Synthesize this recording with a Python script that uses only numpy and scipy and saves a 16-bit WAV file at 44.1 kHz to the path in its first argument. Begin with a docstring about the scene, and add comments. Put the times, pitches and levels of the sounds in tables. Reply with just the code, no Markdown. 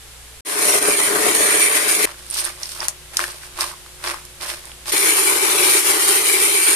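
"""A glass-jar blender crushes fruit and ice in milk, close up in a small kitchen. An appliance hums over soft
hiss, then the blades bite: the liquid churns, the housing whines and ice batters the ringing glass. At about 2
s the scene changes abruptly: over the hum, a spoon squelches and crunches through the slush and knocks on the
jar. Near 5 s a second burst cuts in and runs to the end."""
import sys
import numpy as np
from scipy import signal
from scipy.fft import rfft, irfft
from scipy.io import wavfile
from scipy.ndimage import uniform_filter1d

SR = 44100
rng = np.random.default_rng(int(sys.argv[2]) if len(sys.argv) > 2 else 0)


def store_wav(level_fs):
    """Save 16-bit WAV to argv[1]."""
    pcm = np.round(np.clip(np.atleast_2d(level_fs), -1, 1) * 32767)
    wavfile.write(sys.argv[1], SR, pcm.T.astype(np.int16))


N = 297675
TIME = np.arange(N) / SR
HZ = np.fft.rfftfreq(N, 1 / SR)

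# the blender rests (start [s], end [s])
PAUSES = [(-.01, .408), (2.056, 4.917)]
# how alike left and right are (frequency [Hz], likeness [0-1])
LIKENESS = [(60, 0.48), (130, 0.7), (350, 0.71), (700, 0.68), (1500, 0.35), (4000, 0.02), (14000, 0)]
# tone of the jar when struck or stirred (frequency [Hz], relative level [dB])
STRUCK_JAR_SLOPE = [(230, -47), (300, -21.5), (480, -12), (800, -12), (1600, -2), (3000, -0.5),
                    (5500, -0.5), (9000, -11), (11500, -3), (14200, -9)]
# its resonances (frequency [Hz], width [Hz], lift over the slope [dB])
STRUCK_JAR_MODES = [(349.5, 57, 22), (613, 130, 13.1), (857, 140, 9), (1080, 270, 9), (1540, 310, 1.5),
                    (1940, 400, 0.3), (4560, 2900, 3.1), (5400, 1100, 1.6), (9100, 2000, 16.1)]


def gain_of(db):
    """Decibels to a factor."""
    return 10 ** (np.asarray(db) / 20)


def unit_rms(x):
    """Scales to an rms of 1 (a stereo pair by its mid signal)."""
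    return x / np.sqrt(np.mean(np.atleast_2d(x).mean(0) ** 2) + 1e-20)


def read(points, hz):
    """Reads a spectrum on a log-frequency axis."""
    f, value = np.transpose(points)
    return np.interp(np.log(hz + 1), np.log(f + 1), value)


def curves(rows):
    """Each column after the first as a curve over time."""
    s, *columns = np.transpose(rows)
    return [np.interp(TIME, s, column) for column in columns]


def gate(start, end):
    """Open between two moments, with millisecond edges."""
    return np.clip(np.minimum(TIME - start, end - TIME) * 1000, 0, 1)


def wander(rate_hz):
    """Smooth random drift with an rms of 1."""
    coarse = TIME[::32]
    hz = np.fft.rfftfreq(len(coarse), coarse[1])
    slow = irfft(rfft(rng.standard_normal(len(coarse))) / (1 + (hz / rate_hz) ** 2), len(coarse))
    return np.interp(TIME, coarse, unit_rms(slow))


def below(edge_hz):
    """Low side of a steep crossover, as a gain."""
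    return 1 / np.sqrt(1 + (HZ / edge_hz) ** 12)


def above(edge_hz):
    """High side of the same crossover."""
    return np.sqrt(1 - below(edge_hz) ** 2)


def body(slope, modes):
    """Gain of a struck body: resonances on a slope."""
    peaks = sum(db / (1 + (2 * (HZ - hz) / width) ** 2) for hz, width, db in modes)
    return gain_of(read(slope, HZ) + peaks)


def ring(x, gain):
    """Minimum-phase filter: each click in x rings on after it lands."""
    cepstrum = irfft(np.log(np.maximum(gain / gain.max(), 1e-4)), N)
    cepstrum[1:] *= 2 * (np.arange(1, N) < N // 2)
    return irfft(rfft(x) * np.exp(rfft(cepstrum)), N)


def resonate(x, hz, width_hz):
    """A resonance that glides along the curve hz."""
    turn = np.exp(2j * np.pi * np.cumsum(hz) / SR)
    pole = np.exp(-np.pi * width_hz / SR)
    return 2 * (turn * signal.lfilter([1 - pole], [1, -pole], x / turn + 1e-18)).real


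def impacts(per_s, spread_db):
    """Random clicks, mostly small; each lands elsewhere, so left and right get it differently."""
    size = gain_of(spread_db * np.minimum(rng.exponential(1, N), 4))
    polarity = rng.choice([-1, 1], (2, N))
    return unit_rms(size * polarity * (rng.random(N) < per_s / SR))


def diffuse(pair):
    """Makes two unrelated signals alike in the bass."""
    a, b = rfft(pair, N)
    same = np.clip(read(LIKENESS, HZ), 0, 1)
    return irfft(np.array([a, same * a + np.sqrt(1 - same ** 2) * b]), N)


def place(pair, pan, lag_ms):
    """Stereo image: alike in the bass, panned by frequency, later on the left; rms 1."""
    side = np.exp(-1j * np.pi * HZ * lag_ms / 1000) * gain_of(read(pan, HZ) / 2)
    return unit_rms(irfft(rfft(diffuse(pair)) * np.array([side, 1 / side]), N))


def appliance_hum():
    """An appliance hums, wavering slightly, over soft hiss; both sound only in the pauses."""
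    # hum partials, one table a pause (frequency [Hz], level [dB])
    hum_partials = [
        [(59.2, -49.5), (118.4, -59), (441.4, -62.5)],
        [(59.2, -50.5), (118.4, -61.5), (145.3, -60), (220.7, -71.5), (360.7, -58), (527.6, -65)],
    ]
    # colour of the kitchen hiss (frequency [Hz], relative level [dB])
    hiss_colour = [(25, -6.5), (50, -9), (90, -15), (150, -18), (220, -21.5), (450, -19), (750, -20),
                   (900, -20), (1400, -18.5), (3400, -17), (6000, -20.5), (9200, -17), (11500, -20),
                   (14200, -29.5)]
    noise = irfft(rfft(rng.standard_normal((2, N))) * gain_of(read(hiss_colour, HZ)), N)
    hiss = gain_of(-43.7) * unit_rms(diffuse(noise))
    out = np.zeros((2, N))
    for span, partials in zip(PAUSES, hum_partials):
        hum = np.zeros(N)
        for hz, db in partials:
            level = np.sqrt(2) * gain_of(db + 0.66 * wander(rate_hz=1))
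            hum += level * np.sin(2 * np.pi * hz * TIME + 0.52 * wander(rate_hz=1))
        out += (hum + hiss) * gate(*span)
    return out


def blender(burst):
    """Blades churn the liquid, grind pulp, shake the housing and fling ice at the ringing glass."""
    # the motor runs (start [s], end [s])
    burst_spans = [(.449, 2.056), (4.917, 6.76)]
    # slow course of the load, per burst (time [s], churn [dB], housing [dB], ice on glass [dB])
    load_levels = [
        [(.47, -36.5, -32, -27.5), (.56, -32.5, -31.5, -26), (.64, -30.5, -27.5, -21),
         (.81, -34.5, -29.5, -25.5), (1.06, -31.5, -26.5, -23), (1.13, -24.5, -28, -23),
         (1.33, -30.5, -27.5, -24), (1.46, -26.5, -23, -19), (1.7, -31.5, -28, -24), (2.05, -31, -27.5, -22.5)],
        [(4.92, -32, -26, -21.5), (5.17, -30.5, -26.5, -20.5), (5.42, -29.5, -27, -22), (5.58, -28, -24, -20.5),
         (5.72, -28.5, -21, -16), (5.825, -34.5, -28, -22.5), (5.96, -28.5, -26.5, -21.5),
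         (6.22, -31, -28.5, -23), (6.37, -31.5, -27, -22), (6.75, -34, -26, -22.5)],
    ]
    # how freely things ring as the load shifts, per burst
    # (time [s], whine re housing [dB], low glass ring re ice [dB], high glass ring re ice [dB])
    ring_levels = [
        [(.5, -24, -10, -14), (.72, -16, -9, -9), (1, -23, -1, -5.5), (1.2, -19, -17, -17),
         (1.45, -10.5, -2.5, -10), (1.66, -2.5, -1, -10), (1.8, -6.5, -6, -20), (1.93, -6.5, -20, -4.5),
         (2.05, -8, -13, -17)],
        [(4.95, -7, -21, -5.5), (5.25, -8, -16, -4), (5.42, -12, -27, -17), (5.7, -8, -21, -6),
         (5.9, -9, -16, -13), (6.12, -13, -4, -10), (6.3, -6, -17, -7), (6.48, -6, -7, -5),
         (6.66, -5, -0.5, -8)],
    ]
    # tone of jar and housing, per burst (frequency [Hz], relative level [dB])
    jar_slopes = [
        [(700, -15), (1000, -11), (1400, -11.5), (2050, -1.5), (2500, -3.5), (2900, -9), (4500, -8.5),
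         (6200, -14.5), (8200, -13), (8900, -4.5), (9700, -11.5), (10500, -6.5), (11050, -12), (11500, -15),
         (12700, -15), (14200, -19.5)],
        [(700, -11), (1000, -15), (1500, -14.5), (2100, -7.5), (2600, -10.5), (3300, -12.5), (4500, -10.5),
         (6200, -12), (7600, -8.5), (8500, -4.5), (9600, -3), (10500, -4), (11050, -6.5), (12000, -8),
         (14200, -15)],
    ]
    # peaks and dips in their tone (frequency [Hz], width [Hz], lift over the slope [dB])
    jar_modes = [(1103, 180, 3), (1510, 98, 3), (3090, 87, 2.5), (3580, 98, 0), (4114, 110, 3.5),
                 (4300, 180, -1), (5360, 40, 10), (5810, 115, 7), (6300, 270, 2), (6760, 140, 6.5),
                 (7370, 120, 2.5)]
    # stereo balance, per burst (frequency [Hz], left minus right [dB])
    blender_pans = [
        [(60, -3), (200, 5.5), (700, 6), (1200, 6), (2000, 1.5), (2700, 3.5), (3300, 6.5), (4200, 4), (5000, 3),
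         (7500, 0.5), (8500, 1), (8900, -8), (9300, -8.5), (9700, 6), (10400, 3), (11000, 17), (11900, 2),
         (13200, 7), (14500, -1)],
        [(60, -3), (200, 5), (1000, 5.5), (1400, 2), (2600, 4), (3100, 6.5), (4600, 1.5), (5300, 1.5),
         (5850, 5.5), (6700, -1), (8000, -2.5), (9250, -5), (9700, 2), (10400, 8), (11000, 6.5), (12400, 5.5),
         (14500, 6)],
    ]
    start, end = burst_spans[burst]
    pan = blender_pans[burst]

    churn_db, housing_db, ice_db = curves(load_levels[burst])
    whine_db, low_ring_db, high_ring_db = curves(ring_levels[burst])
    rattle_surge, churn_surge = ice_catches()
    ice_db += rattle_surge
    housing_db += 0.83 * rattle_surge  # only part of a surge reaches the housing
    churn_db += churn_surge
    pulp_db = -30.5 + 0.93 * (churn_db + 28)  # follows the churn around its usual -28 dB
    churn_db += vortex_gulps(start, end)
    whine_db += 2 * wander(rate_hz=22)

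    throb = 1 + 0.025 * np.cos(2 * np.pi * 60 * TIME)  # the motor's pull pulses with the mains
    lumps = gain_of(wander(rate_hz=23)) * throb  # small pieces are caught and let go
    showers = lumps * blade_beat() * gain_of(0.52 * wander(rate_hz=72))  # ice hits the glass unevenly
    jar = body(jar_slopes[burst], jar_modes)
    pulp = ring(impacts(per_s=4000, spread_db=3) * lumps, jar * above(927) * below(1465))
    housing = ring(impacts(per_s=9000, spread_db=2) * lumps, jar * above(1356) * below(5100))
    ice = ring(impacts(per_s=9000, spread_db=1) * showers, jar * above(5850))

    sound = gain_of(churn_db) * place(churning(burst, lumps), pan, lag_ms=0.11)
    sound += gain_of(pulp_db) * place(pulp, pan, lag_ms=0.25)
    sound += gain_of(housing_db) * place(housing, pan, lag_ms=0.41)
    sound += gain_of(ice_db) * place(ice, pan, lag_ms=0.4125)
    sound += gain_of(housing_db + whine_db) * singing(lumps, pan, hz=2315, width_hz=110)
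    sound += gain_of(ice_db + low_ring_db) * singing(showers, pan, hz=8930, width_hz=480)
    sound += gain_of(ice_db + high_ring_db) * singing(showers, pan, hz=9230, width_hz=220)
    bite_s = 0.019 if burst == 0 else 0.0039
    attack = 1 - np.exp(-np.maximum(TIME - start, 0) / bite_s)
    return kitchen(flutter(sound, depth_db=3.5) * attack, wet_db=-11) * gate(start, end)


def churning(burst, lumps):
    """Dense slaps of liquid boom in the hollow of base and jar."""
    # tone of the churn, per burst (frequency [Hz], relative level [dB])
    churn_slopes = [
        [(18, -42), (30, -20), (96, -24.5), (160, -22.5), (200, -16), (243, -18.5), (284, -7.5), (389, -1),
         (442, -1), (502, -11), (587, -8), (717, -7.5), (838, -11), (900, -4), (1170, -27), (1980, -120)],
        [(18, -69), (30, -24), (65, -24.5), (96, -35.5), (123, -22), (190, -26), (240, -28.5), (300, -8.5),
         (337, -2), (400, 1), (474, -7), (517, -17), (587, -14), (658, -20.5), (900, -3), (1170, -48),
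         (1980, -120)],
    ]
    # hollow resonances (frequency [Hz], width [Hz], lift over the slope [dB])
    hollow_modes = [(302, 25, -1.5), (424, 81, 0.5), (594, 37, 3.5), (668, 37, -2)]
    hollow = body(churn_slopes[burst], hollow_modes) * below(786)
    return ring(impacts(per_s=2000, spread_db=1) * lumps, hollow)


def blade_beat():
    """The ice rattle swells briefly once in every turn of the blades."""
    # the motor labours in the thick load and frees itself (time [s], speed [turns/s], beat depth [-])
    motor_course = [(.45, 40, .08), (.55, 120, .1), (.68, 132, 0.22), (1.0, 116, 0.11), (2.05, 150, .05),
                    (4.92, 150, .05), (5.05, 160, .15), (5.3, 152, 0.14), (5.5, 155, 0.047),
                    (5.97, 159, 0.073), (6.12, 162, 0.19), (6.33, 164, 0.33), (6.48, 170, 0.3),
                    (6.75, 171, 0.23)]
    speed_hz, depth = curves(motor_course)
    turn = 2 * np.pi * np.cumsum(speed_hz) / SR
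    return np.exp(depth * (np.cos(turn) + 0.63 * np.cos(2 * turn) + 0.3 * np.cos(3 * turn)))


def singing(drive, pan, hz, width_hz):
    """A strong mode of housing or glass, fed by dense impacts and detuned a little by the load."""
    pitch = hz * (1 + 0.0032 * wander(rate_hz=3.8))
    hits = impacts(per_s=3000, spread_db=0.5) * drive
    tone = resonate(resonate(hits, pitch, width_hz), pitch, width_hz)
    left_db = read(pan, hz)
    return unit_rms(tone * gain_of(np.array([[left_db], [-left_db]]) / 2))


def flutter(x, depth_db):
    """Random, brief dips and lifts in narrow bands between 1.4 and 8.3 kHz make the rattle waver."""
    hz, _, spectra = signal.stft(x, SR, nperseg=1024)
    patches = uniform_filter1d(rng.standard_normal(spectra.shape[1:]), size=4, axis=0)
    patches = uniform_filter1d(patches, size=8, axis=1)
    band = (hz > 1400) & (hz < 8300)
    gain = gain_of(depth_db * np.minimum(patches / patches.std(), 1) * band[:, None])
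    return signal.istft(spectra * gain, SR, nperseg=1024)[1][:, :N]


def vortex_gulps(start, end):
    """The vortex gulps and the churn thumps: extra dB over time."""
    # gulps (time [s], level change [dB])
    gulp_peaks = [(.635, 2.5), (.667, 3), (.755, 6), (.885, 7.5), (.915, -2), (1.205, -0.5), (1.262, 4.5),
                  (1.401, 9), (1.453, 6.5), (1.51, -8), (1.872, 7), (2.045, 9), (4.945, 6.5), (5.165, 0),
                  (5.385, 1), (5.44, 7.5), (5.495, 2), (5.552, 4.5), (5.6, 3.5), (5.625, 2), (5.755, 4),
                  (6.03, 2), (6.55, 5)]
    half_length_s = 0.0076
    return sum(db * np.exp(-((TIME - s) / half_length_s) ** 2) for s, db in gulp_peaks if start < s < end)


def ice_cracks():
    """Large pieces of ice crack against the glass while blending."""
    # (time [s], level [dB], centre [Hz], breadth [octaves], contact [s], left minus right [dB])
    crack_hits = [(.643, -18, 2110, .6, .001, -2), (.826, -8.5, 9280, 0.26, .0015, -3),
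                  (.884, -10, 9250, .3, .001, -1), (1.349, -6, 8900, .2, .001, -5),
                  (1.568, -19, 9220, .2, 0.0007, -1), (1.659, -8, 8960, .15, .0012, -9),
                  (4.921, -18, 10000, 0.36, 0.0014, 5), (4.98, -9, 9200, .6, .0005, 2),
                  (5.106, -7, 9200, 0.41, 0.00037, -2), (5.297, -9, 9100, .2, .0015, -4),
                  (5.738, -12, 9200, .6, .0005, 0), (6.68, -12, 8940, .2, .001, -7)]
    return strike_jar(crack_hits, snap=.08, chatter=.1, chatter_s=.005)


def strike_jar(hits, snap, chatter, chatter_s):
    """Single hard contacts with a faint chatter: dull under the milk, bright at the rim."""
    size = 4096
    t, hz = TIME[:size], np.fft.rfftfreq(size, 1 / SR)
    impulse = 1. * (TIME == 0)
    jar = rfft(ring(impulse, body(STRUCK_JAR_SLOPE, STRUCK_JAR_MODES) * above(230))[:size])
    out = np.zeros((2, N))
    for s, db, centre_hz, octaves, contact_s, left_db in hits:
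        force = t / contact_s * np.exp(1 - t / contact_s) + chatter * np.exp(-t / chatter_s)
        a, b = rng.standard_normal((2, size)) * force
        same = np.clip(read(LIKENESS, centre_hz), 0, 1)
        contact = np.array([a, same * a + np.sqrt(1 - same ** 2) * b])
        band = 1 / (1 + (np.log2((hz + 1) / centre_hz) / octaves) ** 2)
        colour = snap + band  # the first touch snaps at every pitch
        knock = np.roll(irfft(rfft(contact) * jar * colour), 20, axis=1)
        knock *= gain_of(db + np.array([[left_db], [-left_db]]) / 2) / abs(knock.mean(0)).max()
        slot = out[:, round(s * SR):][:, :size]
        slot += knock[:, :slot.shape[1]]
    return out


def ice_catches():
    """The blades catch a lump and the noise surges, or run free and it dips: extra dB over time."""
    # (middle [s], length [s], rattle change [dB], churn change [dB])
    catch_surges = [(0.738, 0.13, 5, 5.5), (0.802, 0.032, -3.5, -4), (0.838, 0.062, 1.5, 6),
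                    (0.895, 0.066, 3.5, 7), (0.955, 0.034, -2, 0.5), (0.997, 0.036, 2.5, 5.5),
                    (1.162, 0.021, 4.5, 3), (1.272, 0.1, 2, 2.5), (1.38, 0.076, 1.5, 1),
                    (1.462, 0.072, -2, -2.5), (1.646, 0.095, 1.5, -1.5), (1.765, 0.06, 4, 2.5),
                    (1.92, 0.093, 3, -0.5), (2.061, 0.091, 4, -3.5), (5.005, 0.079, 0.5, 0.5),
                    (5.078, 0.056, 2, 2), (5.305, 0.047, -0.5, 1), (5.517, 0.039, 2, 0.5),
                    (5.693, 0.099, -2, -0.5), (5.786, 0.052, 2, 2), (5.882, 0.082, 2.5, 2),
                    (6.03, 0.068, 2.5, -1.5), (6.133, 0.13, 3.5, -0.5), (6.302, 0.13, 2, 0),
                    (6.426, 0.085, 1.5, 1), (6.684, 0.041, 2, 4.5)]
    edge_s = 0.012
    rattle, churn = np.zeros((2, N))
    for middle, length, rattle_db, churn_db in catch_surges:
        held = np.clip((length / 2 - abs(TIME - middle)) / edge_s, 0, 1)
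        rattle += rattle_db * held
        churn += churn_db * held
    return rattle, churn


def stirring():
    """The spoon shoves wet fruit, pops air pockets and grates ice on ice, in clumps of small grains."""
    # strokes (full push [s], build [dB/s], hold [s], fade [dB/s], squelch [dB], crunch [dB],
    # pitch of the air pocket behind the spoon [Hz])
    spoon_strokes = [(2.063, 497, 0.0087, 151, -37.5, -41, 1120), (2.202, 157, 0.023, 105, -57, -47, 1490),
                     (2.343, 450, 0.032, 122, -44.5, -27.5, 1260),
                     (2.404, 350, 0.082, 184, -36, -32.5, 1480),
                     (2.628, 330, 0.0075, 300, -39, -34.5, 1710), (2.698, 400, 0.016, 77, -55, -35.5, 1430),
                     (2.825, 243, 0.014, 193, -32.5, -33.5, 1160),
                     (3.141, 600, 0.023, 202, -43.5, -44, 1500), (3.195, 600, 0.032, 101, -34.5, -30, 1430),
                     (3.303, 400, .005, 300, -52, -41, 1500), (3.42, 200, 0.017, 178, -46.5, -41.5, 1480),
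                     (3.611, 388, 0.011, 120, -30, -25, 1090), (4.049, 402, 0.065, 117, -33, -32, 1260),
                     (4.41, 1400, 0.011, 77, -36, -32, 1300), (4.497, 500, 0.0081, 84, -39.5, -35, 1910),
                     (4.695, 400, 0.0093, 220, -48.5, -48, 1940),
                     (4.884, 500, 0.022, 400, -33.5, -29.5, 1900)]
    # stereo balance (frequency [Hz], left minus right [dB])
    spoon_pan = [(60, 1.0), (180, -6), (550, 1), (1650, -1.5), (4970, 0.5), (7500, -6.5), (9100, -10),
                 (10800, 8), (15000, 4)]
    pushes = np.array([spoon_push(*row[:4]) for row in spoon_strokes])
    squelch_db, crunch_db, stroke_hz = np.transpose(spoon_strokes)[4:]
    wet, icy = gain_of(squelch_db) @ pushes, gain_of(crunch_db) @ pushes
    jar = body(STRUCK_JAR_SLOPE, STRUCK_JAR_MODES)
    clumps = gain_of(2 * wander(rate_hz=36))
    squelch = ring(impacts(per_s=1300, spread_db=4) * clumps, jar * above(170) * below(2600))
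    pocket_hz = stroke_hz[pushes.argmax(0)] * np.exp(0.17 * wander(rate_hz=10))  # bubbles vary in size
    pops = impacts(per_s=330, spread_db=5)
    pockets = resonate(resonate(pops, pocket_hz, width_hz=550), pocket_hz, width_hz=680)
    crunch = ring(impacts(per_s=1600, spread_db=0.5) * clumps, jar * above(2400))
    sound = wet * place(squelch, spoon_pan, lag_ms=0.12)
    sound += wet * gain_of(-6) * place(pockets, spoon_pan, lag_ms=0.07)
    sound += icy * place(crunch, spoon_pan, lag_ms=0.041)
    return sound * gate(*PAUSES[1])


def spoon_push(s, build_db_per_s, hold_s, fade_db_per_s):
    """Envelope of one stroke: it builds, holds, fades, and dies faster as the spoon lifts out."""
    lift_after_s, lift_db_per_s = 0.05, 63
    t = TIME - s
    fade_db = fade_db_per_s * np.maximum(t - hold_s, 0)
    lift_db = lift_db_per_s * np.maximum(t - lift_after_s, 0)
    return gain_of(build_db_per_s * np.minimum(t, 0) - fade_db - lift_db)


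def spoon_knocks():
    """Spoon and ice knock on the jar during the stirring."""
    # (time [s], level [dB], centre [Hz], breadth [octaves], contact [s], left minus right [dB])
    knock_hits = [(2.265, -30, 9440, .3, .0007, -5), (2.3, -18, 9100, 0.19, .001, 3),
                  (2.309, -17.5, 9100, .15, .0011, -15), (2.341, -17.5, 9080, 0.32, .0015, -13),
                  (2.362, -19.5, 1130, .4, 0.00085, -1), (2.378, -19, 1300, .4, 0.00079, -1),
                  (2.397, -16, 8730, .2, 0.0029, -12), (2.404, -18, 9210, .2, 0.0022, -5),
                  (2.415, -22, 8980, .2, .001, -6), (2.4435, -16, 9370, 0.35, 0.00097, 0),
                  (2.4505, -15.5, 8800, 0.17, 0.00083, -16), (2.463, -26, 8850, .3, 0.0011, -1),
                  (2.482, -18, 1100, 0.52, 0.00086, -2), (2.631, -14, 5500, 0.5, 0.0012, -4),
                  (2.656, -21, 5240, 0.26, .0006, 0), (2.691, -23, 6760, .5, 0.00077, -6),
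                  (2.803, -17.5, 5400, 0.2, 0.0012, -5), (2.818, -22, 1600, 0.31, 0.0019, -5),
                  (2.827, -19, 1080, 0.56, 0.0023, 1), (2.8831, -5, 7200, 0.56, 0.00023, 2),
                  (3.1688, -4.5, 6800, 1, 0.0011, -3.5), (3.1922, -7.5, 1390, 0.43, 0.00028, 3),
                  (3.203, -13, 1200, .4, 0.0006, 5), (3.209, -17, 3500, 1, 0.0011, -8),
                  (3.239, -16, 1660, 0.25, 0.0011, 11), (3.344, -28.5, 520, 0.26, .002, -4),
                  (3.588, -14, 980, 0.45, 0.00049, -1), (3.6085, -4.5, 4700, 0.93, 0.00053, -2),
                  (3.639, -17, 1060, 0.22, 0.00068, -6), (3.713, -27, 1060, .4, .001, -1.5),
                  (3.736, -28, 1100, .3, 0.0012, 1), (3.862, -27.5, 1600, 0.87, .0006, -4),
                  (4.039, -16, 1200, 1, .0015, 0), (4.061, -21, 3480, .7, 0.0012, 0),
                  (4.072, -17.5, 4900, 0.46, 0.0022, 0), (4.099, -19, 1080, .4, .0008, 8),
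                  (4.141, -18, 1080, .4, 0.0012, 8), (4.251, -26, 9500, 0.86, 0.00084, -6),
                  (4.411, -18.5, 3000, 0.82, 0.00071, -8), (4.5, -16.5, 2250, 0.81, .0008, -6),
                  (4.654, -26.5, 8100, .4, .0006, -8), (4.716, -28, 2760, .4, 0.0011, -3),
                  (4.857, -19.5, 1500, 0.97, 0.00066, 3)]
    return strike_jar(knock_hits, snap=.07, chatter=.09, chatter_s=.007)


def kitchen(x, wet_db):
    """Adds the short tail of a small hard room."""
    # reverb decay (frequency [Hz], time to fall 60 dB [s])
    decay_times = [(200, 0.23), (2000, 0.12), (12000, 0.088)]
    hz, t, spectra = signal.stft(rng.standard_normal((2, SR // 2)), SR, nperseg=256)
    decay = gain_of(-60 * t / read(decay_times, hz)[:, None]) * (t > .004)
    tail = signal.istft(spectra * decay, SR, nperseg=256)[1]
    tail = diffuse(tail)[:, :SR // 2]
    tail /= np.linalg.norm(tail[0])
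    return x + gain_of(wet_db) * signal.fftconvolve(x, tail, axes=1)[:, :N]


def scene():
    """Two bursts of blending with stirring between them and hum in the pauses."""
    blending = blender(burst=0) + blender(burst=1)
    hits = spoon_knocks() + ice_cracks()
    return blending + kitchen(stirring() + hits, wet_db=-11.5) + appliance_hum()


def record(dry):
    """Soft clipping rounds the highest peaks; a steep low-pass trims the top."""
    ceiling, cutoff_hz = .88, 14350
    rounded = dry / (1 + (dry / ceiling) ** 6) ** (1 / 6)
    low_pass = signal.firwin(511, cutoff_hz, window=("kaiser", 8), fs=SR)
    return signal.oaconvolve(rounded, low_pass[None], "same")


dry = scene()
out = record(dry)
store_wav(out)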